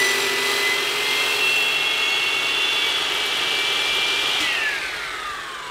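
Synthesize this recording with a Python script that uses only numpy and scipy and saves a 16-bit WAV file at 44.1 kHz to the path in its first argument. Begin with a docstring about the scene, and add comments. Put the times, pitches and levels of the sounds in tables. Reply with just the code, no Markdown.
"""A geared masonry saw finishes a cut through stone on a covered porch.
The blade grinds in looped grit noise and rings in narrow modes; the motor gains speed as the load eases.
Gear tones locked to the shaft, gliding blade whistles, fan roar and rushing air lie over it.
The switch snaps off and the whine runs down, the blade swishing once a turn, over a low breeze."""
import sys
import numpy as np
from scipy import signal
from scipy.fft import rfft
from scipy.io import wavfile
from scipy.ndimage import map_coordinates

SR = 44100
rng = np.random.default_rng(int(sys.argv[2]) if len(sys.argv) > 2 else 0)


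def digitize_waveform(pressure):
    """Quantize a signal to 16-bit integers and store it at the path in sys.argv[1].

    Rows of a 2-D input are taken as channels; values are limited to [-1, 1].
    """
    field = np.atleast_2d(pressure).T
    bounded = np.clip(field, -1, 1)
    quanta = np.round(bounded * 32767).astype(np.int16)
    wavfile.write(sys.argv[1], SR, quanta)


N = 251414
TIME = np.arange(N) / SR  # seconds
POWER_OFF_S = 4.375  # the motor loses power and the blade coasts


def gain_of(db):
    """Turns decibels into an amplitude factor."""
    return 10 ** (np.asarray(db) / 20)


def evened(x):
    """Brings a sound to unit RMS level."""
    return x / np.sqrt(np.mean(x ** 2) + 1e-20)


def curves(rows):
    """Each column of a timed table as a value per sample."""
    s, *columns = np.transpose(rows)
    return [np.interp(TIME, s, column) for column in columns]


def ramp(start_s, length_s):
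    """Goes from 0 to 1 over a stretch of time."""
    return np.clip((TIME - start_s) / length_s, 0, 1)


def read(points, hz):
    """A spectrum joined by straight lines over log frequency."""
    f, value = np.transpose(points)
    return np.interp(np.log(hz + 1e-3), np.log(f), value)


def shaped(x, points):
    """Passes a sound through a fixed response in dB."""
    response = gain_of(read(points, np.fft.rfftfreq(N, 1 / SR)))
    return np.fft.irfft(rfft(x) * response, N)


def colour(x, points):
    """Filters a sound through a spectrum, then brings it to unit level."""
    return evened(shaped(x, points))


def noise():
    """White noise over the whole scene."""
    return rng.standard_normal(N)


def drift(width_hz):
    """Slow complex chance of unit power: the envelope of a noise-driven resonance."""
    count = N // 32 + 2  # one point per 32 samples is enough
    hz = np.fft.fftfreq(count, 32 / SR)
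    chance = rng.standard_normal(count) + 1j * rng.standard_normal(count)
    z = np.fft.ifft(chance / (1 + (hz / width_hz) ** 2))
    return np.interp(np.arange(N), np.linspace(0, N, count), z / np.std(z))


def tone(turns, rough, width_hz):
    """A unit tone, partly steady and partly fluttering; turns is its phase in cycles."""
    share = np.clip(rough, 0, 1)
    envelope = np.sqrt(1 - share) + np.sqrt(share) * drift(width_hz)
    carrier = np.exp(2j * np.pi * (turns + rng.random()))
    return np.sqrt(2) * (envelope * carrier).real


def drive():
    """Blade speed, its octaves below full speed, and the load (0-1) that shows in the sag of the motor."""
    # under power the blade picks up speed as the cut eases: (time [s], speed [turns/s])
    powered_speed = [(0, 44.08), (.4, 44.4), (.72, 45.14), (1.08, 46.4), (1.44, 47.1), (2.5, 49.59),
                     (2.88, 50.72), (3.6, 51.88), (4.375, 52.84)]
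    # air drag alone would halve the speed in drag_s; the bearings take a steady toll [turns/s each second]
    drag_s, friction = 1.43, 2.29
    driven = curves(powered_speed)[0]
    coast_s = np.maximum(TIME - POWER_OFF_S, 0)
    speed = driven / (1 + coast_s / drag_s) - friction * coast_s
    load = (driven.max() - driven) / (driven.max() - driven.min())
    return speed, np.log2(speed / driven.max()), load


def contact():
    """Levels in dB of the grinding and of the ringing; both die away once the stone has parted."""
    # stone against blade: (time [s], grinding [dB], ringing of the steel [dB])
    cut = [(0, -27.5, -36), (.22, -28, -42), (.35, -30.5, -49), (.52, -27, -44), (.8, -32, -51),
           (1.3, -30, -46), (1.62, -36.5, -41.5), (1.8, -42, -52), (3, -49, -64)]
    parted_db = 10 * np.maximum(TIME - cut[-1][0], 0)  # the last faint rubbing fades at 10 dB/s
    return [db - parted_db for db in curves(cut)]


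def grinding(turns, throb):
    """Diamond grit meets the stone in much the same pattern every turn, and sets the disc ringing."""
    # spectrum of the scrape: (frequency [Hz], relative level per Hz [dB])
    grit = [(100, -49), (250, -10), (400, 5.5), (600, -4.5), (1500, 0), (3000, -6), (4300, -0.5),
            (6000, -8.5), (10000, -11), (15500, -16.5)]
    # modes of the steel disc, levels relative to the ringing:
    # (frequency [Hz], width [Hz], first ringing [dB], later ringing [dB])
    modes = [(3930, 30, -3, -5), (4310, 60, -2, -4), (4730, 80, -1, -5), (5960, 14, 1, -12),
             (7430, 30, 0, -7), (8340, 25, -10, -4), (9320, 45, -6, -7), (10480, 90, -5, -7),
             (11480, 50, -18, -10), (13050, 110, -9, -6), (14620, 60, -16, -4), (15480, 60, -11, -6)]
    # early in the cut the ringing shifts partway to other modes: (time [s], share of later ringing [0-1])
    shift_rows = [(.15, 0), (.5, 0.57)]
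    grind_db, ring_db = contact()
    ring_shift = curves(shift_rows)[0]

    rim = rng.standard_normal(size=1000)
    pattern = np.interp(turns % 1, np.linspace(0, 1, len(rim)), rim)  # repeats each turn
    chips = noise() * gain_of(5.4 * drift(width_hz=600).real)  # never repeats
    scrape = colour(2.4 * evened(pattern) + 0.27 * evened(chips), grit)

    ring = np.zeros(N)
    for hz, width, first_db, later_db in modes:
        mode_db = first_db + ring_shift * (later_db - first_db)
        ring += gain_of(mode_db) * tone(hz * TIME, rough=.9, width_hz=width)
    return throb * (gain_of(grind_db) * scrape + gain_of(ring_db) * ring)


def standing(hz):
    """Near reflections swell or cancel a tone as its pitch slides."""
    # (delay [s], gain [linear])
    echoes = [(0.005954, 0.39), (0.010967, 0.32), (0.02253, 0.16), (0.036457, 0.23), (0.038116, 0.19)]
    return abs(1 + sum(gain * np.exp(-2j * np.pi * hz * delay) for delay, gain in echoes))


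def gears(turns, speed, load):
    """The tooth-mesh whine, the coasting whine and their overtones all follow the shaft."""
    # mesh whine before wavering and reflections; it drops when the blade starts to sing
    # and fades as the motor coasts: (time [s], level [dB])
    mesh_rows = [(0, -25), (.18, -31), (.32, -35.5), (.85, -30), (1.23, -27), (1.32, -35.5), (3.4, -35.5),
                 (3.6, -31.5), (4.375, -34.5), (5.1, -39.5), (5.25, -47), (5.7, -46)]
    # a lower whine that stands out once the gears go slack: (time [s], level [dB])
    coast_rows = [(4.39, -47), (4.43, -26.5), (4.58, -31.5), (4.68, -24.5), (4.87, -38.5), (5.1, -38.5),
                  (5.32, -31), (5.53, -41.5), (5.7, -39)]
    # overtones ahead of the housing: (pitch [cycles/turn], under power [dB], coasting [dB])
    overtone_rows = [(80, -47, -52), (108, -51, -60), (113, -66, -47), (120, -62, -49), (135, -53, -60),
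                     (239, -75, -59), (279, -75, -57), (319, -75, -57)]
    # how well the housing radiates those overtones: (frequency [Hz], response [dB])
    housing = [(1500, -8), (2600, 0), (4600, 0), (6000, -6), (7000, 0), (8400, 0), (9300, -12),
               (11000, -25)]
    teeth, coast_order = 45, 40  # cycles per blade turn
    coasting = ramp(POWER_OFF_S, 0.38)

    mesh_db = curves(mesh_rows)[0] + 2.5 * drift(width_hz=3).real  # wavers slowly
    mesh = gain_of(mesh_db) * standing(teeth * speed) * tone(teeth * turns, rough=.04, width_hz=40)

    octave_db = -48.5 + 4.5 * load + 2.5 * coasting  # running free, more under load, more coasting
    octave = tone(2 * teeth * turns, rough=0.43, width_hz=21)
    octave *= gain_of(octave_db) * standing(2 * teeth * speed)

    whine = gain_of(curves(coast_rows)[0]) * tone(coast_order * turns, rough=0.26, width_hz=37)

    overtones = np.zeros(N)
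    for order, driven_db, free_db in overtone_rows:
        overtone_db = driven_db + coasting * (free_db - driven_db)
        overtones += gain_of(overtone_db) * tone(order * turns, rough=1.0, width_hz=45)
    return mesh + octave + whine + shaped(overtones, housing)


def whistle(throb, start, length, first_hz, last_hz, arch_hz, db, swell_db, rough, width_hz):
    """A resonance of the spinning blade that sings up, glides and fades."""
    attack_s, release_s = .05, .03
    along = ramp(start, length)
    hz = first_hz + (last_hz - first_hz) * along + arch_hz * np.sin(np.pi * along)
    release = np.exp(-np.maximum(TIME - start - length, 0) / release_s)
    envelope = ramp(start, attack_s) * release
    swish = throb ** (1.8 * rough)  # the rougher a whistle, the more it throbs with each turn
    level = gain_of(db + swell_db * along)
    return swish * envelope * level * tone(np.cumsum(hz) / SR, rough, width_hz)


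def whistles(throb):
    """The spinning blade sings in several overlapping whistles."""
    # (start [s], length [s], first pitch [Hz], last pitch [Hz], arch [Hz],
    #  starting level [dB], swell [dB], roughness [0-1], width [Hz])
    whistle_rows = [(0, 1.0, 3222, 3240, 0, -36, 4, .55, 90), (.92, .42, 2684, 2696, 0, -39, 15.5, .1, 34),
                    (1.0, 1.22, 3283, 3355, -8, -28.5, 1, .45, 80),
                    (1.37, 1.47, 2701, 2756, 6, -21.8, -6, .07, 34),
                    (1.98, .15, 6590, 6590, 0, -45, 2, .17, 20),
                    (2.24, .78, 3385, 3395, 58, -28.8, 4, .4, 80),
                    (3.55, .85, 3355, 3290, 20, -34.5, 2.5, .7, 90),
                    (4.43, .19, 2765, 2712, 0, -26, -5, .15, 34)]
    return sum(whistle(throb, *row) for row in whistle_rows)


def hum(turns, octaves, load):
    """The drive drones harder under load; its mains-borne lines end when the switch opens."""
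    # torque pulses mix with the shaft and beat:
    # (shaft part [cycles/turn], mains part [cycles/torque pulse], relative level [dB])
    lines = [(0, 1, -53), (3, 0, -53), (3, 1, -48), (6, 0, -50), (9, -1, -54), (8, 0, -42), (3, 2, -40),
             (6, 1, -42), (9, 0, -35), (12, 0, -50), (19, 0, -45), (20, 0, -49)]
    # stand and water tray favour the hum near their resonances: (frequency [Hz], response [dB])
    frame = [(100, -1), (145, -1), (200, -7), (250, 2), (300, 0), (355, 0), (398, 2), (422, -2), (450, -11),
             (530, -3), (700, -5), (850, 2), (900, -2), (960, -10)]
    pulse_hz = 120  # torque pulses, at twice the mains rate
    powered = 1 - ramp(POWER_OFF_S, 0.056)
    drone = np.zeros(N)
    for order, pulses, db in lines:
        line = tone(order * turns + pulses * pulse_hz * TIME, rough=.1, width_hz=8)
        drone += gain_of(db) * line * (powered if pulses else 1)
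    # running free, more under load, less when coasting, rising 10.5 dB per octave of speed
    level_db = -8 + 9.5 * load ** 2.2 - 9 * (1 - powered) + 10.5 * octaves
    return shaped(gain_of(level_db) * drone, frame)


def fan(turns, octaves):
    """Roar of the cooling fan: turbulence laid out along the shaft angle, so that it slides with speed."""
    # (pitch [cycles/turn], relative level [dB])
    fan_shape = [(30, -28), (47, -12), (53, 0.5), (59, 0), (64, 0), (68, -4), (73, -13), (95, -17),
                 (160, -29)]
    per_turn = N / (turns[-1] + 1)  # noise points in one turn
    orders = np.fft.rfftfreq(N, 1 / per_turn)
    band = gain_of(read(fan_shape, orders)) / (1 + (orders / 200) ** 8)
    eddies = np.fft.irfft(rfft(noise()) * band, N)
    roar = evened(map_coordinates(eddies, [turns * per_turn], order=3))
    # 2 dB weaker while the blade is buried; opens up over a second as it clears the stone
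    buried_db = -2 * (1 - ramp(2.5, 1.0))
    return gain_of(-24 + 14 * octaves + buried_db) * roar


def air(speed, octaves, throb):
    """Rush through the housing and hiss off the rim, whose faint flickering top fades with speed."""
    # spectrum of each: (frequency [Hz], relative level per Hz [dB])
    rush_shape = [(60, -24), (150, -10.5), (220, -14), (300, -5), (385, -0.5), (520, -5.5), (700, -3.5),
                  (850, 0), (1050, -5), (1220, 1), (1450, 0), (2000, 0), (3000, -14), (4500, -31)]
    hiss_shape = [(1500, -18), (2800, -0.5), (3800, 2.5), (4600, -5.5), (5600, -8), (7000, -12),
                  (8500, -13), (10500, -17.5), (13500, -25), (15700, -41)]
    top_shape = [(4000, -12), (7000, -3), (9500, 0), (12500, 3), (15700, -18)]  # top of the hiss
    grind_db = contact()[0]
    # level at full speed, rising 9.5 dB per octave of speed; the stone adds its own rush and hiss
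    rush_gain = np.hypot(gain_of(-29 + 9.5 * octaves), gain_of(grind_db - 8.5))
    hiss_gain = np.hypot(gain_of(-31.5 + 9.5 * octaves), gain_of(grind_db - 3.5))
    rush = rush_gain * colour(noise(), rush_shape)
    hiss = hiss_gain * colour(noise() * gain_of(1.8 * drift(width_hz=140).real), hiss_shape)
    # the top flickers irregularly, fast and slow at once
    flicker = gain_of(3.9 * drift(width_hz=500).real + 5.1 * drift(width_hz=29).real)
    top = gain_of(-49.5) * (speed / speed.max()) ** 4 * colour(noise() * flicker, top_shape)
    return rush + throb * (hiss + top)


def free_ring():
    """Moving air keeps a few resonances of the disc and its guard sounding."""
    # (frequency [Hz], width [Hz], level [dB])
    resonances = [(152, 25, -60), (426.5, 37, -51), (1208, 22, -45), (3470, 62, -50), (6900, 80, -61),
                  (8100, 160, -58.5)]
    return sum(gain_of(db) * tone(hz * TIME, rough=0.64, width_hz=width) for hz, width, db in resonances)


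def switch():
    """The switch lets go: bright noise snaps and low decaying thuds in the housing."""
    # (time [s], snap [dB], thud [dB])
    clicks = [(4.401, -28, -28.5), (4.441, -38, -52)]
    snap_shape = [(500, -4), (2000, -2), (4000, 0), (8500, -4.5), (11000, -13), (15500, -16)]  # (Hz, dB)
    out = np.zeros(N)
    for s, snap_db, thud_db in clicks:
        age = np.maximum(TIME - s, 0)
        snap = colour(noise(), snap_shape)
        out += (1 - np.exp(-age / 0.0018)) * gain_of(snap_db - 60 * age / 0.3) * snap
        thud = np.sqrt(2) * np.sin(2 * np.pi * 312 * age) * gain_of(-60 * age / .2)
        out += (1 - np.exp(-age / 0.0031)) * gain_of(thud_db) * thud
    return out


def porch(x):
    """Sparse echoes off wall, slab and rafters, each band dying at its own speed."""
    # (frequency [Hz], time to fall 60 dB [s])
    decay = [(100, 0.45), (500, 0.51), (3000, 0.46), (8000, 0.52), (16000, 0.15)]
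    length = SR // 2
    taps = rng.choice([-1., 1.], length) * (rng.random(length) < 2000 / SR)  # about 2000 echoes a second
    hz, t, z = signal.stft(taps, SR, nperseg=256)
    fading = gain_of(-60 * t / read(decay, hz)[:, None])
    tail = signal.istft(z * fading, SR, nperseg=256)[1]
    return signal.fftconvolve(x, tail / np.linalg.norm(tail))[:N]


def breeze():
    """Lumpy low rumble of the open air; it freshens slowly, with one gust."""
    shape = [(12, -18.0), (25, -19), (40, 1.5), (70, -7), (200, -21), (1000, -80)]  # (Hz, dB)
    gust = np.exp(-((TIME - 4.87) / .22) ** 2)
    lumps = drift(width_hz=4).real
    level_db = -67.5 + 2.2 * TIME + 4 * gust + 2 * lumps
    return gain_of(level_db) * colour(noise(), shape)


def scene():
    """The saw, heard from a few steps down the porch."""
    speed, octaves, load = drive()
    turns = np.cumsum(speed) / SR
    # the disc runs slightly out of true: a swish once a turn
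    throb = gain_of(1.12 * np.cos(2 * np.pi * turns))
    saw = grinding(turns, throb) + gears(turns, speed, load) + whistles(throb) + hum(turns, octaves, load)
    saw += fan(turns, octaves) + air(speed, octaves, throb) + throb * free_ring() + switch()
    heard = saw + gain_of(-15) * porch(saw) + breeze()
    return np.array([heard, heard])


def record(dry):
    """One microphone on both channels, with a steep low-pass at 15720 Hz."""
    lowpass = signal.firwin(511, 15720, window=("kaiser", 9), fs=SR)
    return signal.oaconvolve(dry, lowpass[None], "same", axes=1)


dry = scene()
out = record(dry)
digitize_waveform(out)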